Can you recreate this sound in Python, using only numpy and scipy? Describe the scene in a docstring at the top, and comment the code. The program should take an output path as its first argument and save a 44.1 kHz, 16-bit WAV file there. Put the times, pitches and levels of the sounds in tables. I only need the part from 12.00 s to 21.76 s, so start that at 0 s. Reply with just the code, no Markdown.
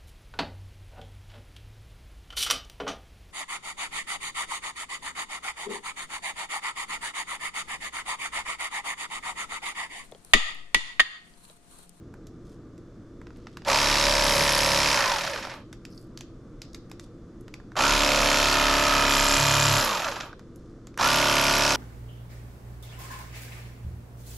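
"""At a counter in a small room, close by, an electric fillet knife runs three times through a fish.
A geared motor cranks two serrated blades to and fro: backlash makes them knock at each reversal,
sliding friction makes them rasp, and the gears sing at multiples of the crank rate until the knife
coasts to a stop. In the pauses wet skin and small bones snap under the hand, over the room's hum."""
import sys
import numpy as np
from scipy import signal
from scipy.fft import rfft, irfft
from scipy.io import wavfile
from scipy.ndimage import uniform_filter1d

SR = 44100
rng = np.random.default_rng(int(sys.argv[2]) if len(sys.argv) > 2 else 0)


def transcribe(u):
    """Save the signal u as a 16-bit wav file named by the first command-line argument.

    u: samples, shape (n,) or (channels, n), limited to [-1, 1]; the rate is SR.
    q: integer samples, one column per channel.
    """
    v = np.clip(np.atleast_2d(u).T, -1, 1)
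    q = np.round(v * 32767).astype(np.int16)
    wavfile.write(sys.argv[1], SR, q)


N = 430416
TIME, FREQ = np.arange(N) / SR, np.fft.rfftfreq(N, 1 / SR)


def amp(db):
    """Amplitude ratio of a level in decibels."""
    return 10 ** (np.asarray(db) / 20)


def unit(x):
    """Normalisation to rms 1."""
    return x / np.sqrt(np.mean(x ** 2) + 1e-20)


def unit_pulse(x):
    """Normalisation to the energy of five milliseconds at rms 1."""
    return x / np.sqrt(np.sum(x ** 2) / (.005 * SR))


def curve(points, hz):
    """Interpolation on a logarithmic frequency axis."""
    f, value = np.transpose(points)
    return np.interp(np.log(hz + 1), np.log(f + 1), value)


def band(hz, lo_hz, hi_hz):
    """Band-pass magnitude with sixth-order edges."""
    return 1 / np.sqrt((1 + (lo_hz / (hz + 1)) ** 12) * (1 + (hz / hi_hz) ** 12))


def colour(x, gain):
    """Minimum-phase filter with the magnitude gain(hz)."""
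    log_gain = np.log(np.maximum(gain(abs(np.fft.fftfreq(4096, 1 / SR))), 1e-5))
    taps = np.fft.ifft(np.exp(np.conj(signal.hilbert(log_gain)))).real[:2048]
    return signal.oaconvolve(x, taps)[:len(x)]


def drift(hz):
    """Random fluctuation: low-passed noise of rms 1."""
    return unit(irfft(rfft(rng.standard_normal(N)) / (1 + (FREQ / hz) ** 4), N))


def tone(turns, order, waver_db=2):
    """Random amplitude modulation of a sinusoid at one multiple of a rotation rate."""
    knots = np.arange(0, TIME[-1] + 1, 1 / 14)
    size = np.interp(TIME, knots, amp(waver_db * rng.standard_normal(len(knots))))
    return np.sqrt(2) * size * np.sin(2 * np.pi * (order * turns + rng.random()))


def add(mix, s, sound):
    """Superposition of a sound starting at s seconds."""
    part = mix[max(round(s * SR), 0):][:len(sound)]
    part += sound[:len(part)]


def during(start, end, edge_s):
    """Trapezoidal window from start to end."""
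    return np.clip(np.minimum(TIME - start, end - TIME) / edge_s + .5, 0, 1)


def lifts(rows, edge_s):
    """Level envelopes, one a gain column, each row held from its start to its end."""
    return sum(np.outer(dbs, during(start, end, edge_s)) for start, end, *dbs in rows)


# ventilation spectrum: f/Hz, relative level/dB
VENTILATION = [(12, -29.5), (20, 2.5), (90, -8.5), (129, -6), (294, -6), (337, -3), (386, -12.5),
               (481, -12.5), (536, -17.5), (809, -29), (879, -31), (1220, -25), (2490, -44), (6320, -45),
               (14000, -63)]
# an appliance's hum and a thin whine: f/Hz, level/dB
HUM = [(59.2, -67), (91.5, -62), (118.4, -55), (344.5, -67), (473.7, -73), (1184, -77)]
THIN_WHINE = [(3494, -85)]
def background(air_db=-46, side_db=-22, hiss_db=-76):
    """Broadband ventilation noise and a line spectrum of hum, with hiss uncorrelated between the ears."""
    mid, side = (unit(colour(noise, lambda hz: amp(curve(VENTILATION, hz))))
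                 for noise in rng.standard_normal((2, N)))
    air = mid + amp(side_db) * np.array([side, -side])
    hum = sum(amp(db) * tone(hz * TIME, order=1, waver_db=1.5) for hz, db in HUM + THIN_WHINE)
    hiss = np.array([unit(colour(noise, lambda hz: band(hz, 1700, 6700)))
                     for noise in rng.standard_normal((2, N))])
    return amp(air_db) * air + hum + amp(hiss_db) * hiss


# snaps of skin and bone, and trigger clicks: t/s, relative level/dB of the middle, low and top bands
SNAPS = [(0.1398, -54, -34.5, -58), (0.2688, -39, -56, -52), (0.7784, -49, -51, -61),
         (1.215, -53, -35.5, -65), (1.269, -42, -36, -70), (1.305, -53, -40, -74), (1.37, -60, -54, -60),
         (1.4694, -33, -33, -64), (1.5706, -32.5, -28.5, -48), (1.6192, -41, -37, -72),
         (3.728, -31, -34.5, -48), (3.8516, -28, -41, -49), (3.9774, -43, -66, -61),
         (4.1742, -27, -40, -46.5), (4.1892, -40, -56, -52), (4.2084, -27, -35, -46),
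         (4.618, -23.5, -38, -45), (4.6498, -45, -55, -70), (4.7316, -43, -73, -56),
         (4.7459, -30, -33.5, -43), (4.8978, -51, -53, -58), (4.9147, -33.5, -34.5, -47),
         (4.996, -34, -38, -46.5), (5.4091, -64, -62, -55), (5.4805, -41, -35, -59),
         (5.5398, -30, -33, -47.5), (5.6, -56, -38.5, -72), (5.7179, -49, -38, -65),
         (8.3938, -44, -37, -60.5), (8.5589, -55, -57.5, -48), (8.8702, -34.5, -40, -50.5),
         (8.942, -47, -45, -72)]
TRIGGER_CLICKS = [(1.649, -24.5, -37, -51.5), (5.755, -46, -25, -57), (8.975, -29, -19.5, -35)]
# spectrum common to both: f/Hz, gain/dB
SNAP_SPECTRUM = [(410, -14.5), (700, -11), (2110, -7), (2550, -7), (2900, -11), (3350, -11), (3750, -5),
                 (4150, -11.5), (4700, -5), (7670, -11.5), (8370, -20.5), (12000, -20.5), (14000, -30)]
def snaps(rise_s=.00089, decay_s=.0013, tail_s=.016, tail_db=-24):
    """Impulsive excitation: each snap or click is a millisecond of crackle with a faint damped tail."""
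    t, out = np.arange(3000) / SR, np.zeros(N)
    envelope = (1 - np.exp(-t / rise_s)) * (np.exp(-t / decay_s) + amp(tail_db) * np.exp(-t / tail_s))
    for s, middle, low, top in [*SNAPS, *TRIGGER_CLICKS]:
        tilt = [(1400, low + 3), (4200, middle - 5), (10000, top + 12)]
        spectrum = lambda hz: amp(curve(tilt, hz) + curve(SNAP_SPECTRUM, hz)) * band(hz, 500, 16000)
        burst = .54 * unit(rng.standard_normal(len(t)) * envelope)
        add(out, s, colour(burst, spectrum))
    return out


# wet flesh sliding under the fingers: t/s, duration/s, centre f/Hz, width/octaves, level/dB
SQUELCHES = [(0.393, 0.21, 4700, 0.78, -71.5), (1.114, 0.72, 3360, 0.78, -73),
             (3.882, 0.1, 5000, 0.19, -66), (3.974, 0.01, 4870, 0.12, -51.5),
             (3.844, 0.26, 9000, 0.77, -71.5), (4.62, 0.12, 4500, 0.44, -73),
             (4.976, 0.12, 4930, 0.68, -67), (8.451, 0.41, 4950, 0.59, -79)]
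def squelches(grain_db=5):
    """Stick-slip friction: tiny sticky grains of noise swell and fade as the flesh slides."""
    out = np.zeros(N)
    for s, length, centre, width, db in SQUELCHES:
        count = int(length * SR)
        noise = rng.standard_normal(count)
        grains = amp(grain_db * unit(uniform_filter1d(rng.standard_normal(count), size=120)))
        sound = colour(noise * grains, lambda hz: np.exp(-.5 * (np.log2((hz + 1) / centre) / width) ** 2))
        add(out, s, amp(db) * unit(sound * np.hanning(count)))
    return out


# pulls of the trigger: pressed t/s, drive catches t/s, released t/s, coasting duration/s,
# base level/dB of rattle, clatter, scrape, sizzle, starting whine, unloaded gears
RUNS = [(1.648, 1.668, 2.9, .755, -28, -28, -26.5, -39, -25.5, -24),
        (5.753, 5.759, 7.79, .57, -29, -28, -27, -43, -21, -36),
        (8.975, 8.986, 10.0, .7, -28, -28, -28, -40, -23.5, -38)]
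# crank rate under power, sagging with the load, one curve a run: t/s, f/Hz
CRANK_RATE = [
    [(1.85, 35.7), (2.03, 35.7), (2.18, 35.25), (2.36, 35.0), (2.44, 35.7), (2.58, 35.8), (2.64, 35.2),
     (2.8, 35.2), (2.9, 36.2)],
    [(5.92, 35.8), (5.976, 35.8), (6.084, 35.5), (6.724, 35.4), (6.93, 35.1), (7.21, 34.9), (7.76, 35.0)],
    [(9.15, 35.8), (9.204, 35.9), (9.404, 35.2), (9.474, 35.2), (9.616, 35.7), (9.74, 35.4)],
]
def motor(spin_up_s=.026, coast_power=1.2, slack_db=-9, catch_s=.0085, surge_s=.1, unload_s=.088):
    """Rotational inertia: the crank nears full speed exponentially; once released, friction stops it."""
    pressed, catch, released, coast, *_ = run_settings()
    time_on, time_off = np.maximum(TIME - pressed, 0), np.maximum(TIME - released, 0)
    slowing = np.maximum(1 - time_off / coast, 0) ** coast_power
    pace = (1 - np.exp(-time_on / spin_up_s)) * slowing  # share of full speed
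    full_hz = np.interp(TIME, *np.concatenate(CRANK_RATE).T)
    turns = np.cumsum(pace * full_hz * (1 + .001 * drift(25))) / SR
    engaged = amp(slack_db * np.clip(1 - (TIME - catch) / catch_s, 0, 1))  # quiet until slack is taken up
    surge = np.exp(-time_on / surge_s)  # starting torque
    unloaded = np.minimum(time_off / unload_s, 1)
    return turns, pace, engaged, surge, unloaded


def current_run():
    """Step function of time: the index of the latest pull of the trigger."""
    return np.maximum(np.searchsorted([row[0] for row in RUNS], TIME) - 1, 0)


def run_settings():
    """Step functions of time: the columns of RUNS for the latest pull."""
    return np.array(RUNS)[current_run()].T


# impacts within one crank turn: phase/turns, relative level/dB in rattle, clatter, scrape, sizzle
KNOCKS = [(.03, -2, 0, 0, -3), (.125, 0, -8, -5, -9), (.22, -2, -11, -8, -3), (.53, -2, -1, -.5, -3),
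          (.625, -1, -6, -5, -7), (.71, -3, -12, -10, -2)]
def knocks(turns, pace, part, ring_s, scatter_turns=.0012, spread_db=1.1, wander_rad=.17):
    """Backlash: slack is taken up at each reversal and the blades bounce, more softly when slow."""
    t, out = np.arange(1024) / SR, np.zeros(N)
    for phase, *dbs in KNOCKS:
        due = np.arange(int(turns[-1])) + phase
        late, size, step = rng.standard_normal((len(due), 3)).T
        at = np.minimum(np.searchsorted(turns, due + scatter_turns * late), N - 1)
        forces = amp(dbs[part] + spread_db * size) * pace[at] ** .48
        # the point of contact wanders slowly, blending two short rings
        first, second = (unit(rng.standard_normal(len(t)) * np.exp(-t / ring_s)) for _ in range(2))
        for s, force, contact in zip(TIME[at], forces, np.cumsum(wander_rad * step)):
            add(out, s, force * (np.cos(contact) * first + np.sin(contact) * second))
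    return out / np.std(out[pace > .9])


def rasp(turns, pace, peak_phase, steady, fade_strokes=.4, profile_points=1250):
    """Sliding friction of serrations peaks once a stroke over a steady rub; two independent signals."""
    stroke = 2 * (turns - peak_phase) % 1
    periodic_share = .5 * pace ** 2  # the same teeth meet in every turn, so part of the noise repeats
    profile = rng.standard_normal((2, profile_points))
    periodic = np.sqrt(periodic_share) * profile[:, (turns % 1 * profile_points).astype(int)]
    aperiodic = np.sqrt(1 - periodic_share) * rng.standard_normal((2, N))
    return unit((steady + np.exp(-stroke / fade_strokes)) * (periodic + aperiodic))


# spectrum of the mechanism, one curve a run: f/Hz, gain/dB
BODY_SPECTRA = [
    [(120, -31.5), (200, -24.5), (280, 2.5), (312, -11), (422, 2), (461, -9), (541, 12), (745, 2),
     (939, 2.5), (2500, -8.5), (2830, -10), (5360, -12), (8660, -24.5), (10900, -21), (14000, -31.5)],
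    [(120, -62.5), (200, -67.5), (280, 20.5), (312, -23.5), (461, 3), (602, 6.5), (815, 1), (922, 2),
     (1250, 4), (2050, -7.5), (2500, -6.5), (7380, -16.5), (8510, -27.5), (9300, -19), (10500, -19),
     (11400, -14), (14000, -25)],
    [(120, -44), (200, -19), (280, -9), (312, -22), (461, -28), (591, -4.5), (829, -8), (922, -5.5),
     (1480, -5.5), (2020, -9), (3150, -8), (3820, -7), (5460, -4.5), (8510, -16), (11700, -13),
     (14000, -25)],
]
# modes of the housing and blades: f/Hz, bandwidth/Hz, gain/dB
BODY_MODES = [(572, 98, 1.5), (911, 89, 7), (1250, 470, 7), (1700, 550, 3), (2490, 290, 4.5),
              (3117, 96, 4.5), (5400, 230, 2.5), (7300, 200, 4), (11800, 760, 1)]
def housing(x, run, lo_hz, hi_hz):
    """Resonance: the modes of housing and blades filter one band of the excitation."""
    def gain(hz):
        peaks_db = sum(db / (1 + (2 * (hz - f) / width) ** 2) for f, width, db in BODY_MODES)
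        return amp(curve(BODY_SPECTRA[run], hz) + peaks_db) * band(hz, lo_hz, hi_hz)
    return colour(x, gain)


# gearbox rattle, blade clatter, scrape and edge sizzle: low f/Hz, high f/Hz, knock decay/s,
# ratio of rasp to knocks, phase of the rasp's peak/turns, ratio of steady rub to that peak
PARTS = [(400, 1800, .003, .9, .1, .7), (1800, 3600, .0016, 1.05, .02, .5),
         (3600, 8000, .0018, 1.1, .03, .3), (8000, 15000, .002, 1.5, .21, .6)]
# the teeth cross bone: start t/s, end t/s, gain/dB of sizzle, rumble
RIBS = [(2.267, 2.44, 3.5, 7.5), (2.44, 2.8, 1.5, -3), (7.093, 7.883, 4, -13)]
# the blades sink deep and the gears labour: start t/s, end t/s, gain/dB of drone, whine, clatter, scrape
BITES = [(2.08, 2.76, 3, -5, -0.47, -0.74), (6.06, 6.28, 4, -4, 0.3, -1.2), (6.55, 7.1, 1.5, 2, 0.76, -2),
         (7.39, 7.85, 0, 2.5, -0.16, 0.2), (9.2, 9.5, 1, 1, 0.4, -1.1)]
# the coasting blades ease out of the cut: start t/s, end t/s, gain/dB of rattle, clatter, scrape, sizzle
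FREEING = [(2.95, 3.4, -0.5, -1, -1, 0.5), (3.48, 3.66, 2, 2, 1, 3), (7.81, 8.4, 2, -2.5, -2.5, 2.5)]
def mechanism(turns, pace, engaged, surge, unloaded, surge_db=8, rumble_db=-43):
    """Source and filter: knocks and rasp sound through the housing; on coasting the treble dies first."""
    stereo_widths, speed_powers = [.05, .079, .11, .8], [.78, 1, 1.37, 1.43]  # part by part
    sizzle_db, bone_db = lifts(RIBS, edge_s=.016)
    _, _, clatter_db, scrape_db = lifts(BITES, edge_s=.045)
    changes_db = np.array([surge_db * surge, clatter_db, scrape_db, sizzle_db]) + lifts(FREEING, .08)
    runs, out = current_run(), np.zeros((2, N))
    for part, (lo_hz, hi_hz, ring_s, rasp_share, peak_phase, steady) in enumerate(PARTS):
        rub, stray = rasp(turns, pace, peak_phase, steady)
        force = knocks(turns, pace, part, ring_s) + rasp_share * rub
        gain = engaged * amp(changes_db[part]) * pace ** speed_powers[part]
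        for run, (_, _, _, _, *levels_db) in enumerate(RUNS):
            now = (runs == run) & (pace > 0)
            mid = housing(force[now], run, lo_hz, hi_hz)
            side = housing(stereo_widths[part] * stray[now], run, lo_hz, hi_hz)
            full_speed_rms = np.sqrt(np.mean((mid ** 2 + side ** 2)[pace[now] > .9]))
            stereo = np.array([mid + side, mid - side]) / full_speed_rms
            out[:, now] += stereo * amp(levels_db[part]) * gain[now]
    flesh, gears = rasp(turns, pace, peak_phase=.1, steady=.6)
    rumble = unit(colour(flesh, lambda hz: band(hz, 62, 635)))  # passed through the flesh to the counter
    out += rumble * amp(rumble_db + bone_db) * pace ** 1.43
    loose_gears = unit(colour(gears, lambda hz: band(hz, 1000, 1975)))
    *_, loose_db = run_settings()
    return out + loose_gears * amp(loose_db) * unloaded * pace ** 3.3


# tones of the gear train: multiple of the crank rate, base level/dB in the first, second and third run
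GEAR_ORDERS = [(0.98, -41, -41.5, -42), (1.99, -49, -46, -51), (2.98, -47.5, -48.5, -45),
               (4.01, -46, -44, -42), (5, -50, -48.5, -47), (6, -55, -49, -56), (7.02, -49.5, -44, -43.5),
               (8, -42.5, -36.5, -40), (9, -49.5, -50, -49), (10.04, -46.5, -43, -42.5),
               (11, -53, -50, -51), (12, -46, -46, -46.5), (14, -46.5, -44.5, -49),
               (15, -42.5, -47.5, -41.5), (16, -55, -49, -43), (17, -53, -37.5, -38.5),
               (18, -46, -41, -37.5), (19, -45, -40, -40), (20, -58, -47, -56), (21, -58, -49.5, -46),
               (25, -54, -55, -52), (26, -47.5, -41, -43), (27, -57.5, -45, -47), (29, -52, -44.5, -49),
               (30, -51.5, -49.5, -51), (31, -54, -43, -48), (33.3, -41.5, -46, -56), (34, -54.5, -59, -47),
               (35, -61.5, -50.5, -44), (36, -47.5, -50, -48), (37, -57, -40, -46), (40, -48, -43, -44),
               (41, -50.5, -48, -39), (42, -49, -44, -58)]
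# flesh grips the blades and the handle shakes more: start t/s, end t/s, gain/dB
DRAGS = [(1.86, 2.36, 7), (5.88, 7.39, 7), (9.42, 9.62, 4)]
# the blades bear on the board: start t/s, end t/s, gain/dB of throb, thrum, motor hum
PRESSES = [(2.404, 2.862, 6.5, 0.9, -0.5), (7.384, 7.81, 0.5, 13.8, -3.5)]
def vibration(turns, pace, engaged, surge, unloaded, surge_db=4, unloaded_db=-3.5):
    """Forced vibration: handle, board, motor and gears sound at multiples of the crank rate."""
    shake, = lifts(DRAGS, edge_s=.091)
    drone, whine, _, _ = lifts(BITES, edge_s=.08)
    throb, thrum, hum = lifts(PRESSES, edge_s=.054)
    groups = [([1], shake), ([2, 5], throb), ([3, 4], thrum), (range(6, 14), hum),
              (range(14, 23), drone), (range(23, 43), whine + surge_db * surge)]
    rough_turns = turns + .0015 * drift(60)  # free play of the gears
    runs, out = current_run(), np.zeros(N)
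    for orders, lift_db in groups:
        voice = sum(amp(dbs)[runs] * tone(rough_turns, k) for k, *dbs in GEAR_ORDERS if round(k) in orders)
        out += voice * amp(lift_db)
    return out * engaged * amp(unloaded_db * unloaded) * pace ** 3.3


# the coasting whistle at each pitch it falls through: f/Hz, level/dB
WHISTLE = [(250, -81), (420, -48), (570, -40), (750, -44), (930, -32), (1080, -32.5), (1230, -45),
           (1400, -55)]
def armature(turns, pace, engaged, surge, unloaded, order=40):
    """Pitch follows rotation rate: the armature whines up at each start and whistles down on coasting."""
    rough_turns = turns + (.0017 + .005 * pace ** 2) * drift(55)  # free play of the gears
    *_, start_db, _ = run_settings()
    rising = amp(start_db) * engaged * surge * pace ** 2
    pitch_hz = order * SR * np.gradient(turns)
    falling = amp(curve(WHISTLE, pitch_hz)) * unloaded * (pace > 0)
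    return tone(rough_turns, order, waver_db=5) * (rising + falling)


# modes of the steel: start t/s, end t/s, phase/turns, f/Hz, bandwidth/Hz, base level/dB
PINGS = [(1.71, 2.0, .03, 3780, 199, -31), (1.71, 2.9, 0.59, 1780, 263, -33.5),
         (1.98, 2.95, .03, 5400, 260, -34.5), (2.24, 2.68, 0.25, 10860, 1000, -31),
         (5.8, 7.05, 0.031, 2550, 260, -41), (5.8, 7.05, 0.68, 9150, 298, -38.5),
         (5.8, 7.05, 0.18, 11360, 395, -41), (6.1, 6.72, 0.42, 4260, 300, -32),
         (6.4, 7.0, 0.61, 4620, 300, -34), (7.07, 7.85, 0.026, 3130, 260, -30.5),
         (7.087, 7.81, 0.24, 7280, 900, -26.5), (7.091, 7.85, 0.79, 11270, 900, -34.5),
         (9.09, 9.46, 0.56, 3060, 270, -27.5), (9.02, 9.76, 0.64, 1470, 200, -31),
         (9.022, 9.6, 0.7, 11350, 900, -34.5)]
def pings(turns):
    """Damped free vibration: the steel rings once a turn, its pitch shifting with the flesh's grip."""
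    t, out = TIME[:1024], np.zeros(N)
    grip = 1 + .008 * drift(6) + .012 * drift(40)
    for start, end, phase, hz, width, db in PINGS:
        for at in np.flatnonzero(np.diff(np.floor(turns - phase)) > 0):
            if start < TIME[at] < end:
                mode = t * np.exp(-np.pi * width * t) * np.sin(2 * np.pi * hz * grip[at] * t)
                add(out, TIME[at], amp(db + rng.uniform(-6, 3)) * unit_pulse(mode))
    return out


# tones of the gripped blades: start t/s, end t/s, lowest and highest harmonic, level/dB of each
BLADE_TONES = [(2.03, 2.42, 15, 17, -38), (2.3, 2.8, 15, 16, -40), (6.0, 6.45, 15, 15, -37),
               (5.95, 6.9, 36, 36, -38), (6.5, 7.39, 35, 35, -37), (6.88, 7.36, 33, 36, -37.5),
               (6.05, 7.35, 40, 40, -39), (6.3, 6.95, 51, 51, -43), (6.5, 7.7, 69, 72, -45)]
def blade_buzz(turns):
    """Periodic forcing: the gripped blades growl or buzz at high harmonics of the crank rate."""
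    return sum(amp(db) * tone(turns, order) * during(start, end, edge_s=.11)
               for start, end, lowest, highest, db in BLADE_TONES for order in range(lowest, highest + 1))


# catches of the coasting blades: t/s, knock level/dB, clack level/dB
CLACKS = [(3.118, -28, -28), (3.188, -28, -32), (3.25, -34, -32), (3.275, -30, -32), (3.36, -30, -35),
          (3.45, -35, -39), (3.471, -35, -44), (3.538, -43, -46), (7.944, -33, -37), (8.044, -31, -29),
          (8.067, -27, -42), (8.085, -27, -35), (8.164, -33, -46), (8.202, -39, -37), (8.207, -35, -32),
          (8.329, -40, -56)]
def clacks(ring_s=.0042):
    """Impact noise: the slowing blades catch, each time with a low knock and a bright clack."""
    envelope, out = np.exp(-TIME[:2048] / ring_s), np.zeros(N)
    for s, knock_db, clack_db in CLACKS:
        for db, lo_hz, hi_hz in (knock_db, 670, 1570), (clack_db, 1700, 5700):
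            burst = colour(rng.standard_normal(len(envelope)) * envelope, lambda hz: band(hz, lo_hz, hi_hz))
            add(out, s, amp(db) * unit_pulse(burst))
    return out


# interaural level difference: f/Hz, left minus right level/dB
EAR_DIFFERENCE = [(120, -.2), (250, -1), (1000, -1.6), (2200, -3), (4000, -1), (8000, .4)]
def place(x, delay_s=.00073):
    """Interaural difference sets the knife a little right; a counter reflection widens the treble."""
    left_db = curve(EAR_DIFFERENCE, FREQ) / 2
    bounce_db = curve([(100, -46), (600, -25), (5000, -31.5), (10000, -12)], FREQ)
    bounce = amp(bounce_db) * np.exp(-2j * np.pi * FREQ * delay_s)
    return irfft(rfft(x) * np.array([amp(left_db) + bounce, amp(-left_db) - bounce]), N)


# reverberation time of the room: f/Hz, T60/s
REVERB_TIME = [(150, 0.16), (1000, 0.1), (4000, 0.46), (12000, 0.011)]
def room(x, wet_db=-15, bass_wet_db=-22):
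    """Reverberation: a diffuse tail, different in each ear, each band decaying at its own rate."""
    hz, t, spectra = signal.stft(rng.standard_normal((2, SR // 2)), SR, nperseg=256)
    decay = amp(-60 * t / curve(REVERB_TIME, hz)[:, None])
    _, tail = signal.istft(spectra * decay, SR, nperseg=256)
    tail[:, :200] = 0  # gap before the first reflection
    wet = signal.fftconvolve(x[None], tail / np.linalg.norm(tail[0]), axes=1)[:, :N]
    return irfft(rfft(wet) * amp(curve([(300, bass_wet_db), (3000, wet_db)], FREQ)), N)


def scene():
    """Superposition of direct sound, reverberation and background; the crank angle drives the knife."""
    drive = motor()
    turns = drive[0]
    knife = mechanism(*drive) + vibration(*drive) + armature(*drive)
    blades = pings(turns) + blade_buzz(turns) + clacks()
    direct = snaps() + squelches() + knife + blades
    return background() + place(direct) + room(direct.mean(0))


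def record(dry, cutoff_hz=13550):
    """Band limiting: a linear-phase low-pass removes the highest treble."""
    taps = signal.firwin(161, cutoff_hz, window=("kaiser", 8), fs=SR)
    return signal.oaconvolve(dry, taps[None], "same")


dry = scene()
out = record(dry)
transcribe(out)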